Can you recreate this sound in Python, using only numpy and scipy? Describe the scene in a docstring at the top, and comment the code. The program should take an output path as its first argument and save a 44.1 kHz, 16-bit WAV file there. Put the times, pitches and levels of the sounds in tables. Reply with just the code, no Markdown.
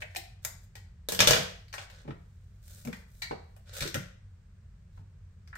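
"""A foil coffee packet is handled beside a plastic blender cup in a tiled kitchen, over a low appliance hum.
First the foil rustles and its creases snap. At 1.1 s scissors clatter on the tiles, blades ringing.
From 1.7 s the packet is flexed again, among soft bumps on the counter; a hard object clicks at 3.2 s.
The foil is shaken out, loudest near 3.8 s, and a last few faint snaps and bumps come near 5.5 s.
The hard room rings for about half a second after each sound."""
import sys
import numpy as np
from scipy import signal
from scipy.fft import rfft, irfft, next_fast_len
from scipy.io import wavfile

SR = 44100
rng = np.random.default_rng(int(sys.argv[2]) if len(sys.argv) > 2 else 0)


def int16_out(signal):
    """Quantize to a 16-bit WAV file."""
    q = np.round(np.clip(np.atleast_2d(signal).T, -1, 1) * 32767)
    wavfile.write(sys.argv[1], SR, q.astype(np.int16))


N = 245637
T = np.arange(N) / SR


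def amp(db):
    """Decibels to gain."""
    return 10 ** (np.asarray(db) / 20)


def unit(x):
    """Scale to rms 1."""
    return x / np.sqrt(np.mean(x ** 2))


def along(hz, points):
    """Interpolate a table over log frequency."""
    points_hz, values = np.transpose(points)
    return np.interp(np.log(hz), np.log(points_hz), values)


def bell(hz, centre_hz, width_oct):
    """Smooth hump, 1 at its centre."""
    return np.exp(-.5 * (np.log2(hz / centre_hz) / width_oct) ** 2)


def treble(hz, corner_hz=6500):
    """High shelf from 0 to 1."""
    return 1 / (1 + (corner_hz / hz) ** 3)


def fade(t, t60_s):
    """Exponential decay."""
    return np.exp(-np.log(1000) * t / t60_s)


def add(out, start_s, x):
    """Mix x into out at start_s."""
    i = max(int(start_s * SR), 0)
    out[:, i:i + x.shape[1]] += x[:, :max(N - i, 0)]


def colour(x, curve_db):
    """Zero-phase filter; curve_db maps Hz to dB."""
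    size = next_fast_len(x.shape[-1])
    hz = np.maximum(np.fft.rfftfreq(size, 1 / SR), 1)
    return irfft(rfft(x, size) * amp(curve_db(hz)), size)[..., :x.shape[-1]]


def resonate(x, curve_db):
    """Minimum-phase filter: peaks ring after the push, never before."""
    size = x.shape[-1]
    hz = np.maximum(np.fft.rfftfreq(size, 1 / SR), 1)
    cepstrum = irfft(np.log(amp(curve_db(hz))), size)
    cepstrum[1:size // 2] *= 2
    cepstrum[size // 2 + 1:] = 0
    return irfft(rfft(x) * np.exp(rfft(cepstrum)), size)


def wander(shape, corner_hz):
    """Slow random motion, rms 1."""
    return unit(colour(rng.standard_normal(shape), lambda hz: -20 * np.log10(1 + (hz / corner_hz) ** 2)))


def stereo_noise(size, split_hz):
    """Noise shared by both channels in the bass, unrelated above split_hz."""
    mid, side = rng.standard_normal((2, size))
    side = colour(side, lambda hz: -10 * np.log10(1 + (split_hz / hz) ** 2))
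    return np.array([mid + side, mid - side])


def grains(rate_hz, spread_db, t60_s):
    """Random tiny impacts of very unequal size."""
    sizes = amp(spread_db * np.minimum(rng.exponential(size=N), 4)) * rng.standard_normal(N)
    clicks = sizes * (rng.random(N) < rate_hz / SR)
    energy = signal.fftconvolve(clicks ** 2, fade(T[:SR // 50], t60_s) ** 2)[:N]
    return unit(np.sqrt(np.abs(energy)) * stereo_noise(N, 900))


def impact(curve_db, t60_s, split_hz, left_db, crack, rise_s, right_lag_samples=21):
    """A crack and a dying noise burst through a body's resonances; the left channel leads."""
    t = T[:2 ** 13]
    push = (fade(t, t60_s) + crack * fade(t, .004)) * (1 - np.exp(-t / rise_s))
    burst = resonate(stereo_noise(len(t), split_hz) * push, curve_db)
    burst /= np.sqrt(np.sum(burst ** 2, axis=1, keepdims=True) / (.012 * SR))  # energy of 12 ms at rms 1
    right = np.pad(burst[1], (right_lag_samples, 0))[:len(t)]
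    return np.array([burst[0] * amp(left_db / 2), right * amp(-left_db / 2)])


def ring(contact, modes, gain_db):
    """Decaying modes of a struck body, driven by the contact sound."""
    t = T[:SR // 2]
    response = 0
    for pitch_hz, level_db, t60_s in modes:
        # short waves reach the two channels out of phase
        phase = rng.uniform(0, 2 * np.pi) + rng.standard_normal((2, 1)) * min(pitch_hz / 1200, 2)
        response = response + amp(level_db) * fade(t, t60_s) * np.sin(2 * np.pi * pitch_hz * t + phase)
    response /= np.sqrt(np.sum(response ** 2) / 2)
    return amp(gain_db) * signal.fftconvolve(contact, response, axes=1)[:, :N]


# rumble and hiss: freq_hz, gain_db
RUMBLE_SPECTRUM = [(20, -21), (32, -11), (48, -9), (95, -7.5), (140, -13.5), (205, -20.5), (260, -43),
                   (400, -36.5), (800, -46.5), (1600, -43.5), (3000, -52.5), (6500, -55.5), (8500, -55.5),
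                   (9800, -70.5), (16000, -66)]
# hum tones: pitch_hz, level_db
HUM_TONES = [(49, -58.5), (88.5, -56.5)]


def appliance(rumble_db=-54.5, drift_ratio=.084, swell_db=2.3):
    """A wavering low hum in a rumble, under faint even hiss."""
    out = amp(rumble_db) * unit(colour(stereo_noise(N, 900), lambda hz: along(hz, RUMBLE_SPECTRUM)))
    for pitch_hz, level_db in HUM_TONES:
        drift, swell = wander((2, N), corner_hz=6)
        phase = 2 * np.pi * np.cumsum(pitch_hz * (1 + drift_ratio * drift)) / SR
        out += amp(level_db + swell_db * swell) * np.sqrt(2) * np.sin(phase)
    return out


# room decay: band_hz, t60_s
ROOM_DECAY = [(100, 0.16), (500, 0.43), (2000, 0.47), (5000, 0.44), (9000, 0.34), (15000, 0.24)]


def room(send, early_db=-37, early_t60_s=.14, tail_db=-42):
    """Tiles and cupboards reflect at once; a diffuse tail follows, longest in the midrange."""
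    t = T[:int(.8 * SR)]
    noise = unit(stereo_noise(len(t), 450))
    tail = 0
    for band_hz, t60_s in ROOM_DECAY:
        weights = [(hz, float(hz == band_hz)) for hz, _ in ROOM_DECAY]
        band = colour(noise, lambda hz: 20 * np.log10(along(hz, weights) + 1e-9))
        tail = tail + band * fade(t, t60_s)
    early = unit(stereo_noise(len(t), 620)) * fade(t, early_t60_s)
    onset = np.clip(t / .0005 - .5, 0, 1)
    response = (amp(early_db) * early + amp(tail_db) * tail) * onset
    return signal.fftconvolve(send, response, axes=1)[:, :N]


# counter top, also rung by the scissors: pitch_hz, level_db, t60_s
COUNTER_MODES = [(111, 1, .44), (144, -7, .3), (181, 2, .42), (228, -2.5, .2), (365, -9.5, .25),
                 (452, -3, .3), (481, -2.5, .27), (632, 0, .26), (685, -4, .26), (932, -8, .3)]
# knocks of cup, fingers and counter: start_s, level_db, centre_hz, width_oct
BUMPS = [(0.02, -37.5, 2260, 0.27), (0.022, -47, 630, 0.18), (.161, -38.5, 700, .12),
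         (0.163, -52, 353, 0.15), (1.275, -27.5, 100, .35), (1.378, -33.5, 173, 0.41),
         (2.046, -44, 150, 0.89), (2.076, -33, 188.5, 0.76), (2.106, -47, 1490, 0.72),
         (2.849, -36, 176.4, 0.35), (2.870, -33.5, 204, .34), (2.876, -42.5, 482, 0.14),
         (2.929, -43.5, 1940, 0.53), (3.309, -32, 470, 0.86), (3.813, -32.5, 104, 0.87),
         (3.851, -37.5, 357, 0.16), (3.942, -30, 155, 0.63), (3.948, -36, 542, 0.12),
         (3.953, -39, 1420, 0.14), (4.975, -58.5, 850, 0.69), (4.991, -47, 104.8, 0.56),
         (5.529, -46.5, 1560, 0.27), (5.555, -44.5, 1620, .25)]


def bumps():
    """Soft, damped knocks, each one broad resonance, carried by the counter."""
    knocks = np.zeros((2, N))
    for start_s, level_db, centre_hz, width_oct in BUMPS:
        def curve_db(hz):
            offset_oct = np.log2(hz / centre_hz)
            peak_db = -24 * np.log10(1 + (offset_oct / width_oct) ** 2 / 2)
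            return peak_db - 14 * treble(hz) - 3 * offset_oct
        t60_s = .14 * (200 / centre_hz) ** .5  # higher bumps die sooner
        knock = impact(curve_db, t60_s, split_hz=1500, left_db=.8, crack=.2, rise_s=.3 / centre_hz)
        add(knocks, start_s, amp(level_db) * knock)
    return knocks + ring(knocks, COUNTER_MODES, gain_db=-22.5)


# resonances of the hard object: centre_hz, gain_db, width_oct
CLICK_PEAKS = [(784, 10.5, 0.43), (1800, 10.5, 0.12), (2246, 18.5, 0.046), (3900, 6.5, 0.076),
               (4430, 10, 0.09)]


def click(start_s=3.219, level_db=-36.5):
    """A small hard object clicks: a duller snap with a few briefly ringing resonances."""
    def curve_db(hz):
        peaks_db = sum(db * bell(hz, centre_hz, width_oct) for centre_hz, db, width_oct in CLICK_PEAKS)
        return along(hz, SNAP_SPECTRUM) - 7 * bell(hz, 900, 1) - 11 * treble(hz) + peaks_db
    out = np.zeros((2, N))
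    tick = impact(curve_db, t60_s=.035, split_hz=1900, left_db=.5, crack=.71, rise_s=.0016)
    add(out, start_s, amp(level_db) * tick)
    return out


# steel on tile: freq_hz, gain_db
STEEL_SPECTRUM = [(35, -7), (70, 2), (110, 7), (190, 4.5), (280, -7), (380, 0), (500, 7.5), (680, 0),
                  (850, -3), (1600, -1.5), (2200, -4.5), (3000, 0), (4300, -2.5), (6300, -5.5), (8300, -8),
                  (9600, -16), (13000, -12), (15000, -16.5)]
# scissor blades: pitch_hz, level_db, t60_s
BLADE_MODES = [(1670, -4, .2), (2338, -3, .22), (2879, -3, .2), (2930, 0, .22), (3060, -2.5, .17),
               (3213, -3, .2), (3275, -2.5, .17), (3596, -3.5, .18), (4015, 0, .18), (4474, -4, .17),
               (4650, -4, .17), (5360, -4, .18), (5800, -1, .17), (6347, -2, .2)]
# blows on the tiles: start_s, strength_db, handle_thump_db, treble_db
SCISSOR_BLOWS = [(1.087, -29, 16.5, 12.5), (1.121, -28.5, 11.5, 13.5), (1.148, -34.5, 0.5, 10.5),
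                 (1.191, -21.5, 3, -6.5), (1.204, -14.5, -4.5, -4.5), (1.223, -23.5, 2.5, -12),
                 (1.273, -14.5, -2.5, 3), (1.284, -21, 0, 1), (1.308, -17, -1.5, -4.5),
                 (1.333, -21.5, -7.5, -12), (1.364, -27, -5.5, -35)]


def scissors(contact_gain_db=-2.5, chatter_gain_db=-17.5, chatter_t60_s=.37):
    """Handles land, loose blades bounce and chatter; every contact rings the blades and the counter."""
    contact, chatter_energy = np.zeros((2, N)), np.zeros((1, N))
    for start_s, strength_db, handle_thump_db, treble_db in SCISSOR_BLOWS:
        def curve_db(hz):
            return along(hz, STEEL_SPECTRUM) + handle_thump_db * bell(hz, 240, 1) + treble_db * treble(hz)
        clack = impact(curve_db, t60_s=.028, split_hz=550, left_db=.5, crack=1.2, rise_s=.0001)
        add(contact, start_s, amp(strength_db + contact_gain_db) * clack)
        shake = amp(strength_db + chatter_gain_db) * fade(T[None, :SR], chatter_t60_s)
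        add(chatter_energy, start_s, shake ** 2)
    chatter = colour(grains(rate_hz=1200, spread_db=4, t60_s=.012), lambda hz: along(hz, STEEL_SPECTRUM))
    contact += np.sqrt(chatter_energy) * unit(chatter)
    return contact + ring(contact, BLADE_MODES, gain_db=-18.5) + ring(contact, COUNTER_MODES, gain_db=-17)


# fine foil crackle: freq_hz, gain_db
CRACKLE_SPECTRUM = [(100, -9), (300, -17), (560, 5), (950, -16.5), (1500, 0), (2000, -6), (2700, -9.5),
                    (3900, -3), (5200, -6.5), (8200, -5), (9800, -12), (14500, -10)]
# the hand flexing the foil: start_s, length_s, strength_db, treble_db
SQUEEZES = [ (0, 0.035, -44, -7.5), (.03, 0.19, -65, -9), (0.418, 0.11, -53.5, 3), (.60, 0.064, -72, 8.5),
            (1.768, .09, -43, -17), (1.87, 0.19, -56, -42), (2.612, 0.27, -59.5, 9), (2.901, 0.15, -64, 2),
            (3.059, 0.24, -72, 11), (3.649, 0.26, -49.5, -33), (3.728, 0.083, -42, 1),
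            (3.784, 0.11, -35.5, -14), (4.91, 0.12, -70.5, -7)]


def rustle(squeeze_gain_db=-2.54, hold_db=-80.5, hold_start_s=1.4, hold_end_s=4.1):
    """Each squeeze swells and relaxes a bed of fine crackle; held foil keeps stirring faintly."""
    fits_db = -1.36 * wander(N, corner_hz=43.6)  # foil gives way in fits
    ticks = grains(rate_hz=3500, spread_db=2, t60_s=.0074)
    crackle = unit(colour(ticks, lambda hz: along(hz, CRACKLE_SPECTRUM))) * amp(fits_db)
    highs = colour(crackle, lambda hz: 20 * np.log10(treble(hz)))
    lows = crackle - highs
    out = amp(hold_db) * crackle * (T > hold_start_s) * (T < hold_end_s)
    for start_s, length_s, strength_db, treble_db in SQUEEZES:
        effort = np.sin(np.pi * np.clip((T - start_s) / length_s, 0, 1))
        out += amp(strength_db + squeeze_gain_db) * effort * (lows + highs * amp(treble_db))
    return out


# foil snap, also the base of the click: freq_hz, gain_db
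SNAP_SPECTRUM = [(100, -20.5), (350, -12.5), (620, -2), (1100, -4.5), (2000, 3), (3000, -2), (4300, -1.5),
                 (6500, -2), (8300, -2), (9800, -11), (12500, -3.5), (15000, -9.5)]
# snapping creases: start_s, level_db, body_db, treble_db, facet_hz
CREASES = [(0.149, -45.5, 13, -4, 1600), (.160, -37.5, -17, -23, 2940), (0.166, -36.5, -9, 2.5, 4300),
           (.449, -31, 10.5, 9.5, 2020), (0.754, -50, 9, -7.5, 3900), (1.682, -63, -2, -14, 4340),
           (1.728, -47, -5, -16, 5620), (1.739, -41, 15, -9, 1840), (1.781, -42.5, 9, -24, 3140),
           (1.900, -55.5, 11, -10, 2294), (2.850, -48, 19.5, 8.5, 2080), (2.873, -49, 14, -5, 2260),
           (2.928, -50, 4, -10.5, 2060), (3.564, -60, 23, 6.5, 2720), (3.736, -51, 7, 4, 3700),
           (3.806, -37.5, -33, -10, 1806), (3.823, -37, 1, -13, 3870), (3.875, -41.5, -21, -8.5, 3700),
           (3.943, -35, 1, -7.5, 1500), (5.475, -62.5, 0, -13, 5160), (5.554, -55.5, 9.5, 0, 1660)]


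def creases(aside_s=.6, near_send_db=7, aside_send_db=11.5):
    """Creases snap through, each flipped facet ringing at its own pitch; returns direct and room send."""
    direct, send = np.zeros((2, 2, N))
    for start_s, level_db, body_db, treble_db, facet_hz in CREASES:
        def curve_db(hz):
            foil_db = along(hz, SNAP_SPECTRUM) + body_db * bell(hz, 590, 1) + treble_db * treble(hz)
            return foil_db + 6 * bell(hz, facet_hz, .17)
        snap = impact(curve_db, t60_s=.025, split_hz=4550, left_db=2.5, crack=1, rise_s=.00013)
        send_db = near_send_db if start_s < aside_s else aside_send_db  # more room once taken aside
        add(direct, start_s, amp(level_db) * snap)
        add(send, start_s, amp(level_db + send_db) * snap)
    return direct, send


def scene():
    """Packet, bumps, scissors and click, each with its own room send, over the hum."""
    snaps, snap_send = creases()
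    foil, knocks, steel, tick = rustle(), bumps(), scissors(), click()
    send = snap_send + amp(5) * foil + amp(6) * knocks + amp(9.5) * steel + amp(13) * tick
    return snaps + foil + knocks + steel + tick + room(send) + appliance()


def record(dry):
    """The microphone rounds the highest peaks; a low-pass cuts the top."""
    cutoff_hz = 15600
    lowpass = signal.ellip(8, .2, 70, cutoff_hz, fs=SR, output="sos")
    return signal.sosfilt(lowpass, np.tanh(dry))


dry = scene()
out = record(dry)
int16_out(out)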